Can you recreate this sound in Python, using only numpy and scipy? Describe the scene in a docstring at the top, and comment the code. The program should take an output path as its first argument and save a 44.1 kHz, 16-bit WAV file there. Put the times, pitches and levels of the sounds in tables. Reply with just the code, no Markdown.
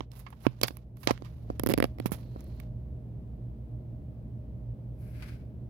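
"""A phone is shifted in the hand above a workboard with tools, in a carpeted room; an air handler hums.
From the start, fingers rub and bump the case beside the right microphone port; handled things tick lightly.
The case edge snaps at 0.6 s and a fingertip squeaks at 1.1 s. From 1.6 s the grip slips in a
ratcheting run of clicks, then the hand slides away with a faint hiss.
At 5 s a putty knife scrapes softly off the board."""
import sys
import numpy as np
from scipy import signal
from scipy.fft import rfft, irfft, next_fast_len
from scipy.io import wavfile
from scipy.ndimage import uniform_filter1d

SR = 44100
rng = np.random.default_rng(int(sys.argv[2]) if len(sys.argv) > 2 else 0)


def file_out(sig):
    """Save sig as 16-bit WAV at sys.argv[1]."""
    # one column per channel
    cols = np.atleast_2d(sig).T
    # limit, then scale
    lim = np.clip(cols, -1, 1)
    pcm = np.round(lim * 32767).astype(np.int16)
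    wavfile.write(sys.argv[1], SR, pcm)


N = 250929
TIME = np.arange(N) / SR
HIT_TIME = TIME[:SR // 8]
CREEP_RELEASE_DB_PER_S = 194

# Spectrum of a hard contact: freq_hz, gain_db
CRACK_SPECTRUM = [(300, -18.5), (700, -2), (1080, 7.5), (1450, -0.5), (2250, 1), (3100, -5.5), (3900, -8.5),
                  (4900, -9.5), (6200, -16), (8000, -24), (16000, -46)]
# Spectrum of fine surface grains: freq_hz, gain_db
FIZZ_SPECTRUM = [(2500, -29), (5000, -9), (6300, -9), (8200, -8), (9600, -2.5), (11000, 4), (13000, 0.5),
                 (15000, -1), (16500, -11)]


def undb(db):
    """Decibels to gain."""
    return 10 ** (np.asarray(db) / 20)


def pan(left_db):
    """Stereo gains: left at left_db, right at unity."""
    return undb([[left_db], [0]])


def unit(x):
    """Scale to rms 1."""
    return x / np.sqrt(np.mean(x ** 2))


def at_level(x, db):
    """Scale a hit so its loudest 4 ms have this rms level."""
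    power = uniform_filter1d(x ** 2, size=SR // 250, mode="constant")
    return x * undb(db) / np.sqrt(power.max())


def decay(time_s, t60_s):
    """Envelope falling 60 dB in t60_s."""
    return undb(-60 * time_s / t60_s)


def on_bins(points, size):
    """Interpolate (freq_hz, value) points onto FFT bins, in log frequency."""
    hz, value = np.transpose(points)
    return np.interp(np.log(np.fft.rfftfreq(size, 1 / SR) + 1), np.log(hz), value)


def colour(x, spectrum):
    """Minimum-phase filter through (freq_hz, gain_db) points."""
    size = next_fast_len(len(x)) * 2
    cepstrum = irfft(np.log(undb(on_bins(spectrum, size))))
    cepstrum[1:size // 2] *= 2
    cepstrum[size // 2 + 1:] = 0
    return irfft(rfft(x, size) * np.exp(rfft(cepstrum)))[:len(x)]


def wander(rate_hz):
    """Smooth random motion, rms 1."""
    span = int(SR / rate_hz)
    steps = np.repeat(rng.standard_normal(N // span + 2), span)
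    return unit(uniform_filter1d(uniform_filter1d(steps, span), span)[:N])


def add(out, start_s, sound):
    """Mix in a stereo sound."""
    i = max(int(start_s * SR), 0)
    out[:, i:i + sound.shape[1]] += sound[:, :N - i]


def air_handler(duct_db=-49, waver_db=2.5, drift_rad=0.86):
    """Wavering motor lines over duct rumble; the bass is alike at both ports."""
    # Motor lines, the close pair beating: pitch_hz, level_db (before the rise)
    motor_lines = [(58.2, -46), (113.6, -46.5), (120, -42), (221, -59), (619, -67)]
    # Duct noise spectrum: freq_hz, gain_db
    duct_spectrum = [(30, -19), (58, 0.5), (75, 2), (100, -13), (135, -5.5), (225, -11.5), (400, -22),
                     (620, -26.5), (900, -38), (1400, -48.5), (3000, -55), (7000, -66), (12000, -62.5),
                     (16000, -61.5)]
    # Duct noise likeness between ports: freq_hz, coherence
    port_coherence = [(60, .93), (130, 0.98), (290, 0.85), (640, 0.53), (1400, 0), (16000, 0.065)]
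    # Room sound rises as the hand moves on the phone: time_s, gain_db
    rise = [(.5, -8), (1.1, -6), (1.6, -1)]
    gain, coherence = undb(on_bins(duct_spectrum, N)), on_bins(port_coherence, N)
    mid, side = (irfft(rfft(rng.standard_normal(N)) * gain * np.sqrt(1 + sign * coherence), N)
                 for sign in (1, -1))
    above_hum = signal.sosfilt(signal.butter(6, 150, "high", fs=SR, output="sos"), mid)
    duct = np.array([mid + side, mid - side]) * undb(duct_db) / above_hum.std()
    hum = np.zeros(N)
    for hz, db in motor_lines:
        waver = undb(waver_db * wander(14))
        phase = 2 * np.pi * hz * TIME + drift_rad * wander(11)
        hum += undb(db) * unit(waver * np.sin(phase))
    return (duct + hum * pan(left_db=-2.5)) * undb(np.interp(TIME, *np.transpose(rise)))


def stroke(start_s, end_s, swell_db_per_s, release_db_per_s, onset_db_per_s=1500):
    """Gain of a sliding contact: takes hold, swells to 1 at end_s, dies away."""
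    early_s, to_go_s, after_s = np.maximum([start_s - TIME, end_s - TIME, TIME - end_s], 0)
    return undb(-onset_db_per_s * early_s - swell_db_per_s * to_go_s - release_db_per_s * after_s)


def friction(spectrum, grain_db):
    """Dense, uneven grains, independent at the two ports."""
    noise = rng.standard_normal((2, N))
    grain_size = np.minimum(rng.exponential(size=(2, N)), 6)
    return np.array([unit(colour(port, spectrum)) for port in noise * undb(grain_db * grain_size)])


def rub(swell_db_per_s=170, stop_db_per_s=749, settle_db_per_s=220, settle_db=-14.5, flutter_db=2.58):
    """Skin creeps on the case as the hold shifts; single fingers slide, stop and settle."""
    # Hand creeping over the case: start_s, end_s
    hold_shifts = [(0.115, 0.786), (0.97, 1.9), (2.0, 2.63)]
    # Finger slides: start_s, end_s, rasp_db, fizz_db
    slides = [(0, 0.032, -58.5, -82), (0.123, 0.205, -51.5, -53.5), (0.407, 0.46, -50, -61),
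              (0.637, 0.655, -40, -56), (0.676, 0.677, -52, -41), (0.98, 1.053, -63, -54),
              (1.078, 1.098, -32, -62), (1.12, 1.125, -54, -57), (1.84, 1.85, -64, -62),
              (2.01, 2.045, -55.5, -70), (2.125, 2.143, -41.5, -42.5), (2.16, 2.207, -55.5, -64),
              (2.36, 2.41, -59.5, -69)]
    # Spectrum of sliding skin: freq_hz, gain_db
    rasp_spectrum = [(200, -10), (500, 6), (1000, 4.5), (1500, -1.5), (2200, -3), (4000, -5.5),
                     (5800, -9.5), (8000, -20), (16000, -42)]
    creep = sum(stroke(start_s, end_s, 0, CREEP_RELEASE_DB_PER_S) for start_s, end_s in hold_shifts)
    rasp_gain, fizz_gain = undb(-66) * creep, undb(-75.5) * creep
    for start_s, end_s, rasp_db, fizz_db in slides:
        moving = stroke(start_s, end_s, swell_db_per_s, stop_db_per_s)
        settling = undb(settle_db) * stroke(start_s, end_s, swell_db_per_s, settle_db_per_s)
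        slide = np.maximum(moving, settling)
        rasp_gain = np.hypot(rasp_gain, undb(rasp_db) * slide)
        fizz_gain = np.hypot(fizz_gain, undb(fizz_db) * slide)
    rasp = friction(rasp_spectrum, grain_db=4) * rasp_gain * undb(flutter_db * wander(120))
    fizz = friction(FIZZ_SPECTRUM, grain_db=4) * fizz_gain * undb(flutter_db * wander(120))
    return rasp * pan(left_db=-13) + fizz * pan(left_db=-19)


def thump(modes, pitch_ratio, push_s, db):
    """A half-sine push rings the case modes."""
    time_s = HIT_TIME * pitch_ratio
    ring = sum(undb(gain_db) * np.cos(2 * np.pi * hz * time_s) * decay(time_s, t60_s)
               for hz, t60_s, gain_db in modes)
    push = np.sin(np.pi * np.minimum(HIT_TIME / push_s, 1))
    return at_level(signal.fftconvolve(ring, push)[:len(HIT_TIME)], db)


def rock(pitch_ratio, push_s, db, left_db):
    """The case rocks, moving the two ports in opposite senses."""
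    # Case modes at the left port: pitch_hz, t60_s, gain_db
    left_modes = [(121, .07, -17.5), (290, 0.006, -12.5), (574.3, .019, 8), (720, 0.03, 1)]
    # Case modes at the right port: pitch_hz, t60_s, gain_db
    right_modes = [(122, 0.16, -15.5), (265, 0.021, 3.5), (370, 0.0047, 0.5), (520, 0.009, -22.5),
                   (1010, 0.014, -21.5)]
    return np.array([thump(left_modes, pitch_ratio, push_s, db + left_db),
                     -thump(right_modes, pitch_ratio, push_s, db)])


def grit(contact_s, spectrum, db, left_db, tilt_db_per_oct=0):
    """Surface grains shear off until contact ends; harder contact is brighter above 1 kHz."""
    fade = np.exp(-(HIT_TIME / contact_s) ** 1.3)
    tilted = [(hz, gain_db + tilt_db_per_oct * np.log2(max(hz, 1000))) for hz, gain_db in spectrum]
    bursts = fade * rng.standard_normal((2, len(HIT_TIME)))
    return np.array([at_level(colour(burst, tilted), db) for burst in bursts]) * pan(left_db)


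def finger_bumps(push_s=0.0006, free_pitch_ratio=1.05, loading_s=0.016):
    """Fingers land with a thump and a short scrape; longer contact loads the case, lowering its pitch."""
    # Landings: start_s, thump_db, left_re_right_db, crack_db, fizz_db, contact_s, tilt_db_per_oct
    landings = [(0.0064, -26.5, -23, -30.5, -63, .0011, -3), (0.467, -7.5, -32, -18, -43, 0.0016, -5.5),
                (0.614, -29, -8, -30, -40, 0.0023, 10), (0.6318, -22.5, -10.5, -25.5, -30, 0.0065, 5.5),
                (0.6337, -18, -8.5, -26, -19, 0.0015, 9), (0.642, -29.5, -0.5, -30.5, -39, 0.0036, 5.5),
                (0.6817, -40.5, -1, -29, -37, 0.0028, 3.5), (0.707, -34, -14.5, -51, -68, 0.0043, 5),
                (1.0731, -16, -5.5, -18, -35.5, 0.002, 3), (1.1082, -14, -5, -23, -40.5, 0.0044, 1.5),
                (1.222, -33.5, -20, -51, -73, 0.0011, 2.5), (1.5016, -23, -6, -52.5, -67, 0.0038, 6),
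                (2.0584, -16.5, -17, -34, -34, .011, 3.5), (2.1187, -20, -23, -38.5, -33, 0.012, -1),
                (2.361, -34, -6, -62, -78, 0.004, -10)]
    out = np.zeros((2, N))
    for start_s, thump_db, left_db, crack_db, fizz_db, contact_s, tilt_db_per_oct in landings:
        pitch_ratio = free_pitch_ratio / (1 + (contact_s / loading_s) ** 2)
        shade_db = 0.49 * (left_db + 3)  # a touch at one port barely reaches the other
        crack = grit(contact_s, CRACK_SPECTRUM, crack_db, shade_db - 11, tilt_db_per_oct)
        fizz = grit(contact_s, FIZZ_SPECTRUM, fizz_db, shade_db - 19)
        add(out, start_s, rock(pitch_ratio, push_s, thump_db, left_db) + crack + fizz)
    return out


def light_ticks(crack_left_db=-18, fizz_left_db=-21):
    """Light ticks and scuffs of handled things, some perhaps tools nearby."""
    # Ticks and scuffs: start_s, crack_db, fizz_db, contact_s, tilt_db_per_oct
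    touches = [(0.1166, -52, -58, 0.002, 10), (0.2648, -39.5, -78, .0098, -4.5),
               (0.3042, -54, -55, 0.0015, -3), (0.3268, -44, -70, 0.0071, -5), (0.4512, -37, -60, .009, -7),
               (0.7698, -47.5, -43, 0.001, 0.5), (0.9698, -58, -56, 0.0024, -7),
               (1.031, -44, -50, 0.012, 1.5), (1.1767, -46, -74, 0.0012, 1), (1.2473, -50, -64, 0.026, 2),
               (2.0928, -49, -74, 0.0022, -9), (2.11, -55, -50, .001, -2), (2.4066, -52, -65, 0.0013, 20),
               (2.4425, -68, -55, .0008, -7), (2.6, -45.5, -48.5, 0.0028, 2.5)]
    out = np.zeros((2, N))
    for start_s, crack_db, fizz_db, contact_s, tilt_db_per_oct in touches:
        crack = grit(contact_s, CRACK_SPECTRUM, crack_db, crack_left_db, tilt_db_per_oct)
        fizz = grit(contact_s, FIZZ_SPECTRUM, fizz_db, fizz_left_db)
        add(out, start_s, crack + fizz)
    return out


def edge_snap(start_s=0.6338, level_db=-17, contact_s=0.00027):
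    """The case edge snaps under a hard press and rings briefly."""
    # Hard plastic edge modes: pitch_hz, t60_s, gain_db
    edge_modes = [(2290, .016, -4), (2560, 0.0099, -8), (3240, .01, -11.5), (4560, .016, 1),
                  (4850, 0.0062, -3), (5270, .012, -0.5)]
    ring = sum(undb(db) * np.sin(2 * np.pi * (hz * HIT_TIME + rng.random())) * decay(HIT_TIME, t60_s)
               for hz, t60_s, db in edge_modes)
    attack = 1 - np.exp(-HIT_TIME / contact_s)
    out = np.zeros((2, N))
    add(out, start_s, at_level(ring * attack, level_db) * pan(left_db=-14))
    return out


def squeak(peak_s=1.096, width_s=0.0095, start_hz=900, end_hz=730, level_db=-33):
    """A fingertip skids between two bumps: a rough, falling tone."""
    glide_hz = np.interp(TIME, [peak_s - width_s, peak_s + width_s], [start_hz, end_hz])
    pitch_hz = glide_hz * (1 + 0.066 * wander(900))
    tone = np.sqrt(2) * np.sin(2 * np.pi * np.cumsum(pitch_hz) / SR)
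    envelope = np.exp(-0.5 * ((TIME - peak_s) / width_s) ** 2)
    return tone * envelope * undb(level_db) * pan(left_db=-5)


def grip_slips(fizz_s=0.00087, crack_s=0.0019, push_s=0.0015):
    """Stick-slip: each release of the grip fizzes, cracks and rocks the case."""
    # Grip releases: start_s, thump_db, crack_db
    releases = [(1.5963, -25.5, -30.5), (1.6353, -20, -33.5), (1.6626, -17.5, -30.5), (1.6709, -21, -31.5),
                (1.6894, -20, -32.5), (1.6966, -20.5, -32.5), (1.7024, -16, -36.5), (1.7078, -24, -34),
                (1.7125, -30.5, -34), (1.7171, -23, -34), (1.722, -24, -34), (1.738, -16.5, -24),
                (1.7771, -17, -28.5), (1.784, -17, -33), (1.8016, -16.5, -23), (1.8251, -17, -21.5),
                (1.8416, -17.5, -23), (1.853, -35.5, -40.5), (1.9851, -38, -45.5), (1.9998, -24.5, -36.5)]
    # Spectrum of a release crack: freq_hz, gain_db
    release_spectrum = [(300, -10.5), (750, 7), (1080, 3), (1500, 1.5), (2300, 1), (3100, -5.5),
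                        (4000, -8.5), (5200, -6), (6100, -22.5), (8000, -20.5), (16000, -46)]
    # Fizz relative to release strength, highest at first: time_s, gain_db
    fizz_trend = [(1.68, -4.5), (1.72, -8.5), (1.83, -16)]
    pitch_ratios = 1 + 0.05 * rng.standard_normal(len(releases))
    out = np.zeros((2, N))
    for (start_s, thump_db, crack_db), pitch_ratio in zip(releases, pitch_ratios):
        fizz_db = (thump_db + crack_db) / 2 + np.interp(start_s, *np.transpose(fizz_trend))
        far_ring_db = crack_db + 1.5  # the far side rings in step with the crack
        body = rock(pitch_ratio, push_s, thump_db, left_db=far_ring_db - thump_db)
        crack = grit(crack_s, release_spectrum, crack_db, left_db=-12)
        fizz = grit(fizz_s, FIZZ_SPECTRUM, fizz_db, left_db=-25)
        add(out, start_s, body + crack + fizz)
    return out


def parting_hiss(start_s=2.16, end_s=2.58, centre_hz=4200, half_width_hz=330, level_db=-73):
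    """A faint, narrow hiss as the hand slides away."""
    resonance = 1 / (1 + 2j * (np.fft.rfftfreq(N, 1 / SR) - centre_hz) / half_width_hz)
    hiss = unit(irfft(rfft(rng.standard_normal(N)) * resonance, N))
    return hiss * stroke(start_s, end_s, 0, CREEP_RELEASE_DB_PER_S) * undb(level_db) * pan(left_db=-13)


def putty_knife(start_s=5.01, lift_s=5.29, scrape_db=-56, hiss_db=-75, left_db=3.5):
    """The blade is drawn off the board in one stroke, scraping, hissing and catching twice."""
    # Spectrum of the blade scrape: freq_hz, gain_db
    blade_spectrum = [(600, -11), (1200, -3.5), (1620, 4), (1850, -4), (2100, 2.5), (2430, 2), (2800, -4),
                      (3700, -9), (4900, -7.5), (7000, -20), (10500, -16), (16000, -23)]
    # Edge catches: start_s, level_db
    catches = [(5.223, -49), (5.283, -55)]
    onset_db_per_s, swell_db_per_s, release_db_per_s, catch_s = 250, 67.5, 145, 0.019
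    scrape_gain = stroke(start_s, lift_s, swell_db_per_s, release_db_per_s, onset_db_per_s)
    hiss_gain = stroke(start_s, lift_s, 0, release_db_per_s, onset_db_per_s)
    scrape = friction(blade_spectrum, grain_db=3) * scrape_gain * undb(scrape_db + 1.5 * wander(70))
    hiss = friction(FIZZ_SPECTRUM, grain_db=4.5) * hiss_gain * undb(hiss_db)
    out = scrape * pan(left_db) + hiss * pan(left_db=6)
    for time_s, level_db in catches:
        add(out, time_s, grit(catch_s, blade_spectrum, level_db, left_db))
    return out


def room_tail(dry, t60_s=0.18, wet_db=-24):
    """Short, dull reverberation of the carpeted room."""
    # Room response: freq_hz, gain_db
    response = [(150, -18), (1000, -3), (2500, 0.5), (5000, 3.5), (9000, -14)]
    time_s = TIME[:3 * len(HIT_TIME)]
    tails = rng.standard_normal((2, len(time_s))) * decay(time_s, t60_s)
    source = colour(dry.sum(axis=0), response)
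    wet = [signal.fftconvolve(source, tail / np.linalg.norm(tail))[:N] for tail in tails]
    return undb(wet_db) * np.array(wet)


def scene():
    """Handling sounds, their room tail, the putty knife and the air handler."""
    slips = grip_slips()
    bumps = finger_bumps() + edge_snap() + squeak()
    ticks = light_ticks()
    # slips and bumps on the case radiate little into the room; the ticks get more of its tail
    airborne = undb(-4) * slips + undb(-2.5) * bumps + undb(6.5) * ticks
    contacts = slips + bumps + ticks + room_tail(airborne)
    return contacts + rub() + putty_knife() + air_handler() + parting_hiss()


def record(dry):
    """The phone thins the deep bass, rounds the hardest peaks and cuts the top."""
    low_cut_hz, top_hz, ceiling = 35, 16200, 0.75
    thinned = signal.sosfilt(signal.butter(2, low_cut_hz, "high", fs=SR, output="sos"), dry)
    rounded = thinned / (1 + (thinned / ceiling) ** 4) ** 0.25
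    return signal.sosfilt(signal.ellip(8, 0.2, 80, top_hz, fs=SR, output="sos"), rounded)


dry = scene()
out = record(dry)
file_out(out)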